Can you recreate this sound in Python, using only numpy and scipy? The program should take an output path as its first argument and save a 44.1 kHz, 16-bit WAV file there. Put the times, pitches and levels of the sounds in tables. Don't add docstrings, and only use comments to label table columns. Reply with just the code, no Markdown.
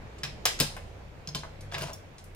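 import sys
import numpy as np
from scipy import signal
from scipy.fft import rfft, irfft, next_fast_len
from scipy.io import wavfile
from scipy.ndimage import uniform_filter1d, map_coordinates

SR = 44100
rng = np.random.default_rng(int(sys.argv[2]) if len(sys.argv) > 2 else 0)


def to_linear_factor(level_db):
    exponent = np.asarray(level_db, float) / 20
    return 10 ** exponent


def materialize(psi):
    bounded = np.clip(np.atleast_2d(psi).T, -1, 1)
    quanta = np.round(bounded * 32767).astype(np.int16)
    wavfile.write(sys.argv[1], SR, quanta)


N = 103635

WET_DB = -3.5
PART_ROUGH = .75
TOP_HZ = 15750


def unit(x):
    return x / np.sqrt(np.mean(x ** 2) + 1e-20)


def along(points, hz):
    f, v = np.transpose(points)
    return np.interp(np.log(hz + 1), np.log(f + 1), v)


def curves(rows):
    s, *cols = np.transpose(rows)
    return [np.interp(np.arange(N) / SR, s, c) for c in cols]


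def wobble(rate):
    knots = rng.standard_normal(int(N * rate / SR) + 4)
    return map_coordinates(knots, [np.arange(N) * rate / SR])


def filtered(x, response):
    n = x.shape[-1]
    m = next_fast_len(n + 2048)
    return irfft(rfft(x, m) * response(np.fft.rfftfreq(m, 1 / SR)), m)[..., :n]


def ring(modes, t, spread_db, short=1, rough=0):
    detune, rough_s = .003, .003
    out = 0
    for hz, db, t60 in modes:
        drift = rough * unit(uniform_filter1d(rng.standard_normal(len(t)), round(rough_s * SR)))
        level = to_linear_factor(db + spread_db * rng.normal() - 60 * t / (short * t60))
        pitch = hz * (1 + detune * rng.normal())
        out = out + level * np.sin(2 * np.pi * pitch * t + drift)
    return out


def ports(x):
    # f/Hz, phase by which left leads/radians
    lead = [(100, 0.15), (300, 0.42), (1000, 1.28), (3000, 1.46), (9000, 1.65), (15000, 1.6)]
    # f/Hz, left minus right level/dB
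    lean = [(150, 2), (1000, 1), (2400, 3), (4400, -3), (8000, 3), (14000, 10)]
    half = np.array([[.5], [-.5]])
    return filtered(x, lambda hz: to_linear_factor(half * along(lean, hz)) * np.exp(1j * half * along(lead, hz)))


def lobby(x, wet_db):
    # f/Hz, t60/s
    room_decay = [(200, 0.85), (600, 0.26), (1500, 0.19), (4000, 0.3), (10000, 0.26), (16000, 0.14)]
    late_db, late_slow, wall_s = -23, 3.2, .005
    hz, t, z = signal.stft(rng.standard_normal((2, 2 * SR // 5)), SR, nperseg=256)
    fall_db = -60 * t / along(room_decay, hz)[:, None]
    both_slopes = to_linear_factor(fall_db) + to_linear_factor(late_db + fall_db / late_slow)
    tail = signal.istft(z * both_slopes, SR, nperseg=256)[1]
    tail = np.pad(tail / np.linalg.norm(tail[0]), ((0, 0), (round(wall_s * SR), 0)))
    wet = to_linear_factor(wet_db) * signal.fftconvolve(x[None], tail, axes=1)
    return wet + np.pad(ports(x), ((0, 0), (0, wet.shape[1] - len(x))))


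def add(out, s, x):
    part = out[:, round(s * SR):][:, :x.shape[1]]
    part += x[:, :part.shape[1]]


def lock_clicks():
    # t/s, peak level/dB,
    # dull part/dB, bright part/dB
    contact_clicks = [(.2334, -20, -5, -9), (.2384, -23.5, 1.5, -13), (.2490, -33, 11.5, -1),
                      (.4539, -10.5, 0.5, 5.5), (.4604, -19.5, 7.5, 5), (.4694, -11, -8.5, -38),
                      (.6000, -12.5, -5.5, 7), (.6036, -18.5, -2, 4), (.6064, -15, -2.5, 3.5),
                      (1.2735, -33, -9, -3.5), (1.3478, -25.5, -2.5, 0.5), (1.3534, -22.5, -14, -6.5),
                      (1.4334, -41.5, 20.5, -13),
                      (1.716, -41, -1, -22),
        (1.7220, -35, 10, -12),
        (1.7422, -21.5, -1.5, -22),
        (1.7480, -25, 6.5, -24),
        (1.781, -30.5, 9.5, 4.5),
        (1.8100, -32, 5.5, 0),
        (1.8192, -32.5, 3, 8),
        (1.9318, -44.5, -7, 19),
        (1.9385, -51, -9, 21),
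        (2.3474, -48.5, 2, 15),
    ]
    # f/Hz, level/dB, t60/s
    lock_modes = [(1156, -2.5, 0.051), (1625, 0, 0.34), (2450, -3, 0.26), (3180, -30, 0.033),
                  (3680, -11, 0.29), (3905, -1, 0.1), (4600, -22, .12), (5000, 5.5, 0.13), (8870, -1, 0.12),
                  (9700, -9, 0.14)]
    # f/Hz, density/dB per Hz
    crack_tone = [(180, -49), (400, -8), (1000, -4), (2030, -2.5), (4000, -2.5), (5500, -6), (7000, -8),
                  (13500, -17)]
    dull_hz, bright_hz = 2140, 7700
    crack_db, crack_t60, ring_db = -3.5, 0.03, -23.5
    out, t = np.zeros((2, N)), np.arange(SR // 12) / SR
    rise = 1 - np.exp(-t / 0.00071)
    for s, db, dull_db, bright_db in contact_clicks:
        def tone_db(hz):
            dull = dull_db / (1 + (hz / dull_hz) ** 4)
            return dull + bright_db / (1 + (bright_hz / (hz + 1)) ** 4)

        noise = unit(filtered(rng.standard_normal(len(t)), lambda hz: to_linear_factor(along(crack_tone, hz))))
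        crack = to_linear_factor(crack_db - 60 * t / crack_t60) * filtered(noise, lambda hz: to_linear_factor(tone_db(hz)))
        coloured = [(hz, level + tone_db(hz), t60) for hz, level, t60 in lock_modes]
        body = to_linear_factor(ring_db) * ring(coloured, t, 3, short=0.47, rough=.9)
        add(out, s, to_linear_factor(db) * lobby((crack + body) * rise, WET_DB))
    return out


def struck(modes, hits):
    out, t = np.zeros((2, N)), np.arange(SR // 6) / SR
    rise = 1 - np.exp(-t / 0.00018)
    for s, db in hits:
        blow = ring(modes, t, 1.5, rough=PART_ROUGH) * rise
        add(out, s, to_linear_factor(db) * lobby(blow, -8))
    return out


def lock_parts():
    # t/s, level/dB
    key_modes = [(3500, -11, 0.049), (5500, 1, 0.065), (5740, -6, 0.034), (4500, -18, .04),
                 (6600, -4, 0.048)]
    key_hits = [
        (1.9318, -38.5),
        (1.9369, -44.5),
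    ]
    pin_modes = [(3350, -2.5, 0.02), (4270, -2, 0.032), (5190, 2, 0.038), (5320, 1, 0.037),
                 (6320, -1, 0.044)]
    pin_hits = [
        (1.2734, -36.5),
        (1.2800, -52),
        (1.2880, -39),
        (1.6105, -53.5),
        (2.182, -53.5),
        (2.203, -63),
    ]
    bolt_modes = [(5155, 5.5, 0.034), (5240, -1.5, 0.036)]
    bolt_hits = [
        (.2337, -37),
        (.2490, -39.5),
        (0.4551, -22),
        (0.471, -36),
        (0.6009, -25.5),
        (0.606, -33),
    ]
    cam_modes = [(2860, -3, 0.027), (3190, 0.5, 0.029), (3575, -0.5, 0.032), (4030, -1, 0.034),
                 (5460, -1, 0.04)]
    cam_hits = [
        (1.3482, -28),
        (1.3548, -41),
    ]
    clip_modes = [(10200, 3.5, 0.087), (9000, -8, .04)]
    clip_hits = [
        (1.823, -47),
    ]
    pairs = [(key_modes, key_hits), (pin_modes, pin_hits), (bolt_modes, bolt_hits),
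             (cam_modes, cam_hits), (clip_modes, clip_hits)]
    return sum(struck(modes, hits) for modes, hits in pairs)


def door_parts():
    # t/s, level/dB
    door_modes = [(1070, -9.5, 0.14), (1430, -8, 0.13), (1662, -3.5, .19), (1977, -4.5, 0.33),
                  (2430, -5, 0.27), (2670, -3.5, 0.18), (3284, -10, .3), (3854, -3, .15), (4800, -10, .18),
                  (5195, 2, 0.19)]
    door_hits = [
        (0.2336, -46),
        (0.4541, -33),
        (.4696, -38),
    ]
    frame_modes = [(868, -6.5, 0.25), (1041, -2.5, 0.18), (1610, -12, 0.27), (3084, -1, .18),
                   (3500, -6, .12), (4170, -3.5, 0.32), (4800, 3, .14), (5030, -13, 0.15), (5520, -8, 0.18),
                   (6470, -3, 0.17), (7530, -2, 0.13)]
    frame_hits = [
        (0.5999, -34),
        (0.6072, -38.5),
        (1.3485, -44),
        (1.3551, -45.5),
    ]
    lip_modes = [(2790, 0, .05), (3500, -4, .03), (4230, -3, 0.032), (4870, -2, .03)]
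    lip_hits = [
        (1.716, -48),
        (1.7424, -38),
        (1.7474, -41),
        (1.781, -40),
        (1.819, -37),
    ]
    flex_modes = [(582, -2.5, 0.17), (659, -5, 0.15), (1020, 1.5, 0.12), (1520, 2, 0.032)]
    flex_hits = [(.7655, -48), (.774, -44), (1.285, -47), (1.349, -41), (1.434, -47), (1.440, -60),
                 (1.449, -47), (1.765, -38.5), (1.826, -44), (1.862, -48.5), (1.884, -44.5), (1.896, -43),
                 (1.910, -50.5)]
    pairs = [(door_modes, door_hits), (frame_modes, frame_hits), (lip_modes, lip_hits),
             (flex_modes, flex_hits)]
    return sum(struck(modes, hits) for modes, hits in pairs)


def box_thumps():
    # t/s, box drum level/dB, walls relative to drum/dB
    thump_hits = [
        (0.232, -38.5, -27),
        (0.602, -25.5, -3.5),
        (1.277, -37.5, -36),
        (1.349, -34.5, -7),
        (1.723, -48.5, -6),
        (1.758, -39, -17),
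        (1.809, -33, -13),
        (1.845, -39.5, -13),
    ]
    # f/Hz, level/dB, t60/s
    drum_modes = [(145.7, 3, 0.23), (163.2, -1, 0.14)]
    # f/Hz, level/dB, t60/s
    wall_modes = [(233.5, -2.5, 0.25), (307, -2, 0.13), (394.3, 0, 0.096), (460, 5.5, 0.1), (552, 1, 0.14)]
    out, t = np.zeros((2, N)), np.arange(SR // 5) / SR
    rise = 1 - np.exp(-t / .005)
    for s, db, walls_db in thump_hits:
        drum = ring(drum_modes, t, 0.95)
        walls = to_linear_factor(walls_db) * ring(wall_modes, t, 0.86, rough=PART_ROUGH)
        add(out, s, to_linear_factor(db) * ports((drum + walls) * rise))
    return out


def key_slides():
    # t/s, level/dB, length/s, low f/Hz, top f/Hz
    slide_rows = [
        (.1825, -55, 0.013, 1000, 9000),
        (.5900, -41, 0.0096, 500, 9000),
        (.7652, -43.5, 0.015, 397, 2800),
        (.7654, -51.5, 0.008, 2470, 12500),
        (1.608, -55.5, 0.014, 1500, 11900),
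        (2.182, -56.5, 0.024, 1000, 9500),
        (2.241, -59, 0.014, 4000, 13900),
    ]
    fade_s, grain_db = .003, 2.5
    out, t = np.zeros((2, N)), np.arange(SR // 12) / SR
    for s, db, length, low_hz, top_hz in slide_rows:
        grain = unit(uniform_filter1d(rng.standard_normal(len(t)), size=40))
        rub = rng.standard_normal(len(t)) * to_linear_factor(grain_db * grain)
        rub = unit(filtered(rub, lambda hz: 1 / (1 + (hz / top_hz) ** 8) / (1 + (low_hz / (hz + 1)) ** 3)))
        bite = (1 - np.exp(-t / .0004)) * (1 + 1.4 * np.exp(-t / 0.0034))
        stop = 1 / (1 + np.exp((t - length) / fade_s))
        add(out, s, to_linear_factor(db) * lobby(bite * stop * rub, -3.5))
    return out


def door_scrape():
    # t/s, force/dB
    drag_force = [
        (1.72, -46),
        (1.748, -40),
        (1.772, -44),
        (1.827, -31.5),
        (1.859, -37),
        (1.894, -35),
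        (1.956, -68),
        (1.96, -62),
    ]
    # f/Hz, width/Hz, level/dB
    panel_modes = [(653, 74, -3), (972, 29, -5), (2860, 590, 0), (4730, 600, -11), (10060, 110, -8)]
    # f/Hz, density/dB per Hz
    scrape_tone = [(150, -33), (300, -1.5), (700, 2.5), (1500, -2), (3060, -11), (6500, -6.5), (16000, -28)]
    first_s, last_s = drag_force[0][0], drag_force[-1][0]
    force_db, = curves([(first_s - .01, -110), *drag_force, (last_s + 0.012, -110)])
    sparse = (rng.random(N) < 2500 / SR) * to_linear_factor(3.7 * rng.standard_normal(N))
    slips = rng.standard_normal(N) * (sparse + 0.27) * to_linear_factor(3.2 * wobble(140))

    def panel(f):
        modes = sum(to_linear_factor(db) * 1j * f * w / (c * c - f * f + 1j * f * w) for c, w, db in panel_modes)
        return to_linear_factor(along(scrape_tone, f)) * (0.35 + modes)

    drag = to_linear_factor(force_db - 5.5) * unit(filtered(slips, panel))
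    out, start = np.zeros((2, N)), first_s - .05
    add(out, start, lobby(drag[round(start * SR):][:SR // 3], WET_DB - 5.5))
    return out


def far_traffic():
    # f/Hz, density/dB per Hz
    traffic_tone = [(20, 2), (110, 8), (260, -3), (550, -0.5), (1200, -9), (2200, -11.5), (7000, -28),
                    (15500, -55)]
    # t/s, level/dB
    traffic_level = [
        (0.0, -53.5),
        (0.68, -52),
        (0.82, -53.5),
        (1.11, -56),
        (1.81, -54),
        (2.22, -57),
        (2.35, -57.5),
    ]
    # f/Hz, left-right likeness/0 to 1
    alike = [(30, 0.93), (200, 0.75), (500, 0.51), (1000, 0), (15000, 0)]
    # f/Hz, left minus right level/dB
    floor_lean = [(60, 1.5), (380, -1), (2380, -1), (15000, -6)]
    z = signal.stft(rng.standard_normal((2, N)), nperseg=512)[2]
    patches = uniform_filter1d(uniform_filter1d(rng.standard_normal(z.shape[1:]), 6, 0), 14, 1)
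    pair = signal.istft(z * to_linear_factor(1.3 * unit(patches)), nperseg=512)[1][:, :N]

    def spread(hz):
        turn = np.arccos(np.clip(along(alike, hz), -1, 1)) / 2
        return to_linear_factor(along(traffic_tone, hz)) * [np.cos(turn), np.sin(turn)]

    def tilt(hz):
        half = np.array([[.5], [-.5]])
        return to_linear_factor(half * along(floor_lean, hz)) / (1 + (hz / TOP_HZ) ** 60)

    mid, side = filtered(pair, spread)
    noise = filtered(np.array([mid + side, mid - side]), tilt)
    level_db, = curves(traffic_level)
    return to_linear_factor(level_db + 6.5) * unit(noise)


def idling_engine():
    # t/s, level of orders one, two, three and five/dB
    engine_level = [
        (0.0, -46.5, -65, -84, -56),
        (0.14, -63, -46, -60, -64),
        (0.44, -64, -48.5, -71, -75),
        (0.59, -45.5, -47.5, -50, -76),
        (1.2, -61, -57, -57.5, -59),
        (1.71, -49, -56, -45, -54),
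        (2.14, -71, -59, -54.5, -62.5),
        (2.35, -46, -78, -47, -57.5),
    ]
    order_numbers = [1, 2, 3, 5]
    turn_hz, width_hz = 30.1, 5.824
    t = np.arange(N) / SR
    orders = 0
    for k, db in zip(order_numbers, curves(engine_level)):
        level = to_linear_factor(db + 0.9 + 2.3 * wobble(width_hz))
        orders = orders + level * np.sin(2 * np.pi * k * turn_hz * t + 1.8 * wobble(width_hz))
    return orders * to_linear_factor(1.5 * wobble(5.07) * np.array([[1], [-1]]))


def scene():
    near = lock_clicks() + lock_parts() + door_parts() + box_thumps() + key_slides() + door_scrape()
    return near + far_traffic() + idling_engine()


def roll_off(x):
    return signal.sosfilt(signal.butter(12, 16650, fs=SR, output="sos"), x)


def record(dry):
    hiss = to_linear_factor(-73.5) * filtered(rng.standard_normal(dry.shape), lambda hz: hz < TOP_HZ)
    mix = filtered(dry + hiss, lambda hz: 1 / (1 + (hz / TOP_HZ) ** 60))
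    return roll_off(mix)


dry = scene()
out = record(dry)
materialize(out)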